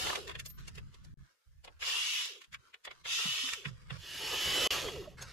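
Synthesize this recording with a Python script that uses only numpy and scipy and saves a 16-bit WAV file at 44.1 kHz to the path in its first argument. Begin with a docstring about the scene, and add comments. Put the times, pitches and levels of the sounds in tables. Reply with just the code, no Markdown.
"""A cordless drill spins a socket on an extension in four short bursts under a vehicle: gear-tooth impacts,
brush rub and hiss make its rasp, gear-order tones its whine, and it coasts down after each pull.
The socket clinks and scrapes on the bolts: gritty noise slides through steel resonances, with damped pings.
The mechanic shifts on the paving with low noise, sinking thuds and rustling sleeves, in still outdoor air.
The last burst swells in close by, in a narrower image; twice the sound drops out for an instant."""
import sys
import numpy as np
from scipy import signal
from scipy.fft import rfft, irfft, next_fast_len
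from scipy.io import wavfile
from scipy.ndimage import uniform_filter1d, map_coordinates

SR = 44100
rng = np.random.default_rng(int(sys.argv[2]) if len(sys.argv) > 2 else 0)


def int16_out(signal):
    """Quantize to a 16-bit WAV file."""
    q = np.round(np.clip(np.atleast_2d(signal).T, -1, 1) * 32767)
    wavfile.write(sys.argv[1], SR, q.astype(np.int16))


N = 234908

# Still outdoor air: pitch_hz, colour_db
AIR_COLOUR = [(25, -16), (100, -2), (250, -22), (1500, -3.5), (6000, 1), (14000, -4)]
# Likeness of left and right at the microphone: pitch_hz, correlation (-1 to 1)
LEFT_RIGHT_LIKENESS = [(100, -0.31), (300, 0.051), (600, -0.045), (1200, 0.083), (12000, -0.03)]
# Echo decay between paving and vehicle floor: pitch_hz, t60_s
UNDERBODY_DECAY = [(200, 0.21), (2000, 0.036), (10000, 0.012)]
# Instants when the sound drops out: start_s, end_s
DROPOUT_TIMES = [(1.141, 1.173), (4.674, 4.706)]
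# Side signal once the drill is close by: pitch_hz, side_gain_db
CLOSE_SIDE_GAIN = [(60, -11), (200, -5.5), (380, -6.5), (700, -12.5), (2400, -8), (15000, -12)]
CLOSE_START_S = 4.01
CLOSE_LEAN_DB = -1  # left minus right, close by
TOP_HZ = 15200  # nothing is kept from here up

# The mechanic shifts his weight: start_s, length_s, level_db (before the low-pass), upper_edge_hz
WEIGHT_SHIFTS = [(0, 0.37, -58, 300), (0.357, 0.87, -55.5, 324), (1.459, 0.48, -61.5, 76.2),
                 (1.962, 0.198, -72, 89), (2.472, 0.12, -68, 198), (2.88, 0.81, -72.5, 250),
                 (3.678, 0.88, -59.5, 252), (4.424, 0.88, -54, 300)]
# Rumble of those shifts: pitch_hz, colour_db
RUMBLE_COLOUR = [(22, -3), (72, 6), (105, -3), (132, 4.5), (190, -7), (270, -19.5), (450, -28),
                 (900, -78.5)]
SHIFT_ATTACK_S, SHIFT_RELEASE_S = 0.011, 0.016
# Sleeve strokes: start_s, length_s, level_db
SLEEVE_STROKES = [(0.302, 0.42, -75), (0.57, 0.09, -64.5), (0.683, 0.42, -77), (1.179, 0.15, -79.5),
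                  (1.628, 0.32, -80), (2.582, 0.12, -74), (2.917, 0.1, -71), (3.641, 0.049, -54.5),
                  (3.722, 0.25, -69.5), (3.908, 0.06, -58), (5.17, 0.16, -55)]
# Rustle of the cloth: pitch_hz, colour_db
CLOTH_COLOUR = [(150, -13.5), (300, -13), (520, -6), (760, -14.5), (1050, -4), (1600, -2.5), (2500, -9.5),
                (5200, -10.5), (11900, -27.5), (15000, -50)]
STROKE_ATTACK_S, STROKE_RELEASE_S, CLOTH_REST_DB = 0.013, 0.013, -82
# Soft thuds that sink in pitch: start_s, pitch_hz, level_db (before panning), t60_s, fall_octaves_per_s
SOFT_THUDS = [(2.51, 179, -63, 0.49, 6.3), (3.253, 193, -39.5, 0.18, 9.7), (3.435, 264, -45, 0.14, 0.85),
              (3.656, 152.5, -34.5, 0.3, 4.6), (3.911, 146, -36.5, 0.34, 7.25),
              (5.073, 626, -30, 0.05, 5.5)]

# Socket contacts: time_s, level_db, knock_db and bright_db (both re level; all before the layer trims)
SOCKET_CONTACTS = [(0.071, -40.5, 0, -44), (0.101, -38.5, -2, -15), (0.133, -44, 2.5, -8),
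                   (0.158, -36, -8.5, -8), (0.279, -47.5, -20, -6), (0.297, -43.5, -2, -14),
                   (0.315, -48, -22.5, -14), (0.355, -43.5, -7.5, -16.5), (0.399, -43.5, -31, -1.5),
                   (0.462, -54.5, -23, 9), (0.504, -67.5, -10, 8), (0.682, -52, -8, 1.5),
                   (0.756, -58.5, -17, 0), (0.783, -48, -8, -10), (0.946, -59.5, -6, -4),
                   (1.049, -77, 7, 15), (1.649, -55, -1, -2.5), (1.68, -52.5, -0.5, -24),
                   (1.829, -35, -13.5, -32), (2.257, -50, -18, 4.5), (2.418, -53, -37, -7),
                   (2.445, -59, -28, -6), (2.53, -54, -36, -5.5), (2.545, -43, -44, -14.5),
                   (2.744, -48, -20.5, -20), (2.853, -46.5, -26, -6.5), (2.876, -42.5, -8, -42),
                   (2.914, -45, -15, -20), (3.059, -42, -11, -25), (3.49, -38.5, -14, -25),
                   (3.536, -38, -21, -3.5), (3.657, -37.5, -26, -31), (3.907, -42, -10, -21),
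                   (4.887, -41, -3, -23), (5.216, -66, 9.5, -5), (5.225, -50, -1, 6)]
# Low, middle and high part of a contact: pitch_hz, colour_db
KNOCK_COLOUR = [(120, -15), (300, 0.5), (450, 11), (700, 4.5), (1000, 12), (1500, -40)]
CLINK_COLOUR = [(700, -62), (1050, 2), (1500, 4), (2300, 5.5), (3600, 1), (4800, -18.5), (7000, -63)]
BRIGHT_COLOUR = [(3000, -10), (4500, 7), (7000, 5), (8500, -2.5), (10500, -4), (13000, -13.5),
                 (15500, -21.5)]
# The wobbling socket strikes the bolt head and rings: start_s, pitch_hz, level_db, t60_s
BOLT_PINGS = [(.070, 2045, -31, 0.034), (.099, 1740, -29, 0.033), (.129, 1213, -25, 0.02),
              (2.545, 2295, -31.5, 0.032), (5.214, 6420, -42, 0.11)]
# The bare socket rings as it leaves the fingers: start_s, level_db, t60_s
BARE_SOCKET_RING = (0.455, -45, 0.27)
BARE_SOCKET_HZ = 13229
SLIDE_RISE_S, SLIDE_FALL_S = 0.0053, 0.0079
TAP_DB, TAP_DECAY_S = -12.5, 0.001  # the hard tap that ends each slide, re the slide's peak

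# Steel of the chuck, extension and socket: pitch_hz, width_hz, gain_db
STEEL_RESONANCES = [(1260, 120, -2.5), (2620, 57, -4), (3650, 360, -0.5), (4100, 83, -3.5), (7300, 270, 4),
                    (8060, 2300, -3), (10190, 650, 4), (12050, 310, 7)]
# Rasp of the first burst, the two far ones and the close one: pitch_hz, colour_db
RASP_FIRST_COLOUR = [(530, -27), (900, -9), (1420, 0.5), (1980, -4.5), (2990, 4), (5390, -1.5),
                     (12000, -13.5), (14500, -30), (15000, -56)]
RASP_FAR_COLOUR = [(530, -81), (900, -18), (1050, -21), (1280, -10), (1550, -10), (2510, 1), (3700, 2.5),
                   (4310, -4), (5990, -2), (7230, -7.5), (8940, -17), (10300, -15.5), (12100, -20),
                   (14300, -32), (15000, -58)]
RASP_CLOSE_COLOUR = [(530, -38), (900, -12), (977, -18.5), (1220, -15), (1340, -11.5), (2540, -4.5),
                     (3060, -3), (3570, -4.5), (7150, -11), (8940, -22.5), (12000, -18.5), (15000, -45)]
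# Growl of the housing, far and close: pitch_hz, colour_db
GROWL_FAR_COLOUR = [(150, -14), (300, -16.5), (440, -2), (650, -8), (1100, 7), (1500, 2.5), (2200, -43.5)]
GROWL_CLOSE_COLOUR = [(70, -35), (130, -11), (340, 9.5), (520, 9), (750, 1), (1300, 7), (2200, -37)]
# Gear lines: multiple_of_speed, level_db (among the lines)
GEAR_LINES = [(5, -15), (8, -24), (12, 7), (15, -17)]
# Trigger pulls: on_s, off_s, coast_down_s, rasp_db, growl_db, whine_db (re rasp),
# rasp_easing_db_per_s, growl_easing_db_per_s
TRIGGER_PULLS = [(-0.2, 0.085, 0.105, -39.5, -52, -13, 3.5, 1),
                 (1.789, 2.224, 0.085, -36.5, -51, -11.5, 7, 32),
                 (3.035, 3.495, 0.09, -36, -54, -9, 12, 16.5), (3.701, 4.706, 0.16, -34, -45, -5, -0.5, 0)]
# Speed each pull creeps up to: turns_per_s
PULL_TOP_SPEEDS = [258, 248, 252, 253.6]
SPIN_UP_S, BITE_S = 0.06, 0.099  # the motor gains speed; the gears take up the load
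CREEP_PER_S = 16  # turns per s gained each second
FRICTION = 8  # dry drag in the coast-down, turns per s
BACKLASH_DB, BACKLASH_S = 1, 0.026  # the teeth chatter when the trigger is let go: peak and its delay
RASP_LAW, GROWL_LAW, WHINE_LAW = 1.23, 0.93, 6  # powers: rasp and growl of the effort, whine of the speed
WHINE_FREE_DB = -4  # extra whine gain once the trigger is let go
CASE_DB, CASE_HZ, CASE_WIDTH_HZ = 17.5, 430, 118  # the hollow handle's resonance
SWELL_START_S, SWELL_S = 3.962, 0.68  # the last burst fades in
SWELL_GROWL, SWELL_WHINE = 0.58, 0.89  # growl and whine lag the fade by these extra powers


def amp(db):
    """Decibels to gain."""
    return 10 ** (np.asarray(db) / 20)


def unit(x):
    """Scale to rms 1."""
    return x / np.sqrt(np.mean(x ** 2) + 1e-20)


def along(points, hz):
    """Read (pitch_hz, value) points on a log pitch axis."""
    f, v = np.transpose(points)
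    return np.interp(np.log(hz + 1), np.log(f + 1), v)


def clock():
    """The time of each sample, in seconds."""
    return np.arange(N) / SR


def wobble(rate):
    """A smooth random curve, rate knots a second."""
    knots = rng.standard_normal(int(N * rate / SR) + 4)
    return map_coordinates(knots, [np.arange(N) * rate / SR])


def noise():
    """Two unrelated white noises."""
    return rng.standard_normal((2, N))


def filtered(x, response):
    """Multiply the spectrum of x by a response of frequency."""
    size = next_fast_len(N + 4096, real=True)
    spectrum = rfft(x, size) * response(np.fft.rfftfreq(size, 1 / SR))
    return irfft(spectrum, size)[..., :N]


def steel(hz, ripple_db=1.9, spacing_hz=55):
    """Gain of the tool's steel: broad resonances with many close modes on top."""
    broad = sum(db / (1 + (2 * (hz - centre) / width) ** 2) for centre, width, db in STEEL_RESONANCES)
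    fine = map_coordinates(rng.standard_normal(size=1024), [hz / spacing_hz], mode="mirror")
    return amp(broad + ripple_db * np.minimum(fine, 1.5))


def stereo(pair, colour, metal=False):
    """Two unrelated signals become a coloured, partly alike left and right whose mid has rms 1."""
    def response(hz):
        turn = np.arccos(np.clip(along(LEFT_RIGHT_LIKENESS, hz), -1, 1)) / 2
        body = steel(hz) if metal else 1
        return amp(along(colour, hz)) * body * np.array([np.cos(turn), np.sin(turn)])
    mid, side = filtered(pair, response)
    return np.array([mid + side, mid - side]) / np.sqrt(np.mean(mid ** 2) + 1e-20)


def patchy(x, patchy_db, size=1024):
    """Hands, tool and cloth shift, so narrow bands of the sound come and go."""
    z = signal.stft(x, nperseg=size)[2]
    field = rng.standard_normal(z.shape[1:])
    field = uniform_filter1d(field, size=3, axis=0)  # over neighbouring bands
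    field = uniform_filter1d(field, size=9, axis=1)  # over time
    gain = unit(amp(patchy_db * np.minimum(unit(field), 1.5)))
    return signal.istft(z * gain, nperseg=size)[1][:, :N]


def gesture(s, length, db, attack, release):
    """A level that rises, holds and dies away."""
    age = clock() - s
    return amp(db) * np.clip(age / attack, 0, 1) * np.exp(-np.maximum(age - length, 0) / release)


def ring(s, hz, db, t60, fall, attack):
    """A damped tone whose pitch may sink, by fall octaves per s."""
    age = np.maximum(clock() - s, 0)
    phase = 2 * np.pi * np.cumsum(hz * 2 ** (-fall * age) * (age > 0)) / SR
    return amp(db - 60 * age / t60) * (1 - np.exp(-age / attack)) * np.sin(phase)


def outdoor_air():
    """Still air: faint steady coloured noise."""
    return amp(-85.5) * stereo(noise(), AIR_COLOUR)


def underbody(x):
    """Short echoes between the paving and the vehicle's floor: a noise tail that decays by band."""
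    hz, t, z = signal.stft(rng.standard_normal((2, SR // 4)), SR, nperseg=256)
    decay = amp(-60 * t / along(UNDERBODY_DECAY, hz)[:, None])
    tail = signal.istft(z * decay, SR, nperseg=256)[1]
    return signal.fftconvolve(x, tail / np.linalg.norm(tail[0]), axes=1)[:, :N]


def weight_shifts():
    """Shifting weight rumbles: uneven low noise, low-passed afresh for each shift."""
    ground = amp(2.25 * wobble(16)) * stereo(noise(), RUMBLE_COLOUR)
    rumble = np.zeros((2, N))
    for s, length, db, edge_hz in WEIGHT_SHIFTS:
        low_pass = signal.butter(2, edge_hz, fs=SR, output="sos")
        level = gesture(s, length, db, SHIFT_ATTACK_S, SHIFT_RELEASE_S)
        rumble += level * signal.sosfilt(low_pass, ground)
    return rumble


def sleeves():
    """Rubbing cloth: rough, patchy noise follows the strokes over a faint resting level."""
    strokes = sum(gesture(*row, STROKE_ATTACK_S, STROKE_RELEASE_S) for row in SLEEVE_STROKES)
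    rubbing = strokes + amp(CLOTH_REST_DB)
    cloth = stereo(noise() * amp(1.75 * wobble(490)), CLOTH_COLOUR)
    return patchy(rubbing * amp(1.6 * wobble(44)) * cloth, patchy_db=5)


def thuds():
    """Soft thuds: damped tones sink in pitch, unsteady and stronger on the right."""
    tones = sum(ring(*row, attack=0.0081) for row in SOFT_THUDS)
    unsteady = 1 + 0.89 * np.array([wobble(110), wobble(110)])
    return tones * unsteady * amp([[-8], [3.5]])


def mechanic():
    """Shifting weight rumbles and thuds; sleeves rustle."""
    return weight_shifts() + sleeves() + thuds()


def contact_levels():
    """Levels of knock, clink and bright: each contact is a slide that swells to a tap and dies away."""
    t = clock()
    levels = np.zeros((3, N))
    for s, db, knock_db, bright_db in SOCKET_CONTACTS:
        near = slice(max(0, int((s - .1) * SR)), int((s + .2) * SR))
        age = t[near] - s
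        slide = np.exp(np.minimum(age / SLIDE_RISE_S, -age / SLIDE_FALL_S))
        tap = amp(TAP_DB) * (age > 0) * np.exp(-np.abs(age) / TAP_DECAY_S)
        levels[:, near] += amp([[db + knock_db], [db], [db + bright_db]]) * (slide + tap)
    return levels


def socket():
    """The socket on the bolts: gritty contacts excite its steel, and free steel rings as damped tones."""
    levels = contact_levels()
    grit = unit(patchy(noise(), patchy_db=4.0) * amp(0.72 * wobble(900)))
    knock = amp(-2.5) * levels[0] * stereo(grit, KNOCK_COLOUR, metal=True)
    clink = amp(-0.7) * levels[1] * stereo(grit, CLINK_COLOUR, metal=True)
    bright = amp(0.8) * levels[2] * stereo(grit, BRIGHT_COLOUR, metal=True)
    pings = sum(ring(s, hz, db, t60, fall=0, attack=0.00096) for s, hz, db, t60 in BOLT_PINGS)
    s, db, t60 = BARE_SOCKET_RING
    shimmer = 1 + 1.2 * np.array([wobble(70), wobble(71.4)])
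    bare_ring = ring(s, BARE_SOCKET_HZ, db, t60, fall=0, attack=0.002) * shimmer
    return knock + clink + bright + pings + bare_ring


def motor(on, off, top, coast):
    """Turns per second: spins up, creeps to its top speed as the bolt frees, then coasts to a stop."""
    t = clock()
    spin_up = 1 - np.exp(-np.maximum(t - on, 0) / SPIN_UP_S)
    driven = spin_up * (top - CREEP_PER_S * np.maximum(off - t, 0))
    return np.maximum((driven + FRICTION) * np.exp(-np.maximum(t - off, 0) / coast) - FRICTION, 0)


def tooth_strikes(turns, worn, scatter_db, count=12):
    """One impact per gear tooth: partly the same pattern every turn, partly chance."""
    at = np.flatnonzero(np.diff(np.floor(turns * count)))
    pattern = rng.uniform(-1, 1, (2, count))[:, np.arange(len(at)) % count]
    impacts = np.tanh(worn * pattern + rng.standard_normal((2, len(at))))
    strikes = np.zeros((2, N))
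    strikes[:, at] = impacts * amp(scatter_db * rng.standard_normal(len(at)))
    return unit(strikes)


def rasp(turns, strikes_db, cyclic_db, throb, size=170):
    """Tooth impacts, brushes rubbing over the same track each turn, and sliding hiss."""
    track = unit(irfft(np.exp(2j * np.pi * rng.random((2, size // 2 + 1)))))
    place = [turns * size % size]
    brushes = np.array([map_coordinates(side, place, mode="grid-wrap") for side in track])
    hiss = noise() * (1 + throb * np.sin(2 * np.pi * turns))
    return hiss + amp(cyclic_db) * brushes + amp(strikes_db) * tooth_strikes(turns, worn=0.2, scatter_db=2)


def whine(speed, turns, flutter_db, blur):
    """Gear lines at multiples of the speed, and their boom near the handle's resonance."""
    lines, boom = np.zeros((2, N)), np.zeros(N)
    for order, db in GEAR_LINES:
        phase = 2 * np.pi * order * turns + blur * wobble(41) + np.array([[0], [1]])  # sides differ in phase
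        line = amp(flutter_db * wobble(25)) * np.sin(phase)
        lines += amp(db) * line
        resonance = 1 / (1 + (2 * (order * speed - CASE_HZ) / CASE_WIDTH_HZ) ** 2)
        boom += amp(CASE_DB + db * 0.24) * line[0] * resonance
    return lines, boom


def burst(pull, top, speed, place, drive, tones, boom):
    """One trigger pull rattles the steel and the housing: the faster, the louder."""
    t = clock()
    on, off, coast, rasp_db, growl_db, whine_db, rasp_easing_db, growl_easing_db = pull
    rasp_colour, growl_colour, fade = place
    held, freed = np.clip(t - on, 0, off - on), np.maximum(t - off, 0)
    effort = np.where(t < off, np.minimum(held / BITE_S, 1), speed / top)
    backlash_db = BACKLASH_DB * freed / BACKLASH_S * np.exp(1 - freed / BACKLASH_S)
    whine_gain = amp(whine_db + WHINE_FREE_DB * (t > off)) * (speed / top) ** WHINE_LAW
    singing = whine_gain * fade ** SWELL_WHINE * tones
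    rasp_gain = amp(rasp_db + backlash_db - rasp_easing_db * held) * effort ** RASP_LAW
    gears = rasp_gain * (stereo(drive, rasp_colour, metal=True) + singing)
    # the loose extension shakes the housing unevenly
    shake = amp(4.3 * wobble(50)) * stereo(drive + 0.94 * noise(), growl_colour)
    growl_gain = amp(growl_db - growl_easing_db * held) * effort ** GROWL_LAW * fade ** SWELL_GROWL
    housing = growl_gain * (shake + boom * (t > off))  # it booms only while coasting
    return fade * (gears + housing)


def drill():
    """Each pull of the trigger spins up the gearbox, heard from its own place."""
    speeds = [motor(on, off, top, coast)
              for (on, off, coast, *_), top in zip(TRIGGER_PULLS, PULL_TOP_SPEEDS)]
    total = np.maximum(np.max(speeds, axis=0), 5)
    turns = np.cumsum(total) / SR
    drive = patchy(rasp(turns, strikes_db=-8, cyclic_db=-10.5, throb=0.16), patchy_db=3.5)
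    tones, boom = whine(total, turns, flutter_db=1.8, blur=.15)
    swell = np.clip((clock() - SWELL_START_S) / SWELL_S, 0, 1)
    # heard from: rasp colour, growl colour, fade
    first = (RASP_FIRST_COLOUR, GROWL_CLOSE_COLOUR, 1)
    far = (RASP_FAR_COLOUR, GROWL_FAR_COLOUR, 1)
    close = (RASP_CLOSE_COLOUR, GROWL_CLOSE_COLOUR, swell)
    pulls = zip(TRIGGER_PULLS, PULL_TOP_SPEEDS, speeds, [first, far, far, close])
    return sum(burst(*pull, drive, tones, boom) for pull in pulls)


def scene():
    """Still air, mechanic, echoes and tool; the image narrows for the close burst."""
    tool = drill() + socket()
    left, right = outdoor_air() + mechanic() + amp(-10.5) * underbody(tool) + tool
    mid, side = (left + right) / 2, (left - right) / 2
    close = uniform_filter1d(1.0 * (clock() > CLOSE_START_S), size=1000)
    narrow = filtered(side, lambda hz: amp(along(CLOSE_SIDE_GAIN, hz)))
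    side = (1 - close) * side + close * narrow
    lean = amp(close * CLOSE_LEAN_DB * np.array([[.5], [-.5]]))
    return np.array([mid + side, mid - side]) * lean


def record(dry):
    """The sound drops out twice, and nothing is kept above the band limit."""
    silent = sum((clock() > start) & (clock() < end) for start, end in DROPOUT_TIMES)
    gain = uniform_filter1d(amp(-42.0 * silent), size=80)
    return filtered(dry * gain, lambda hz: hz < TOP_HZ)


dry = scene()
out = record(dry)
int16_out(out)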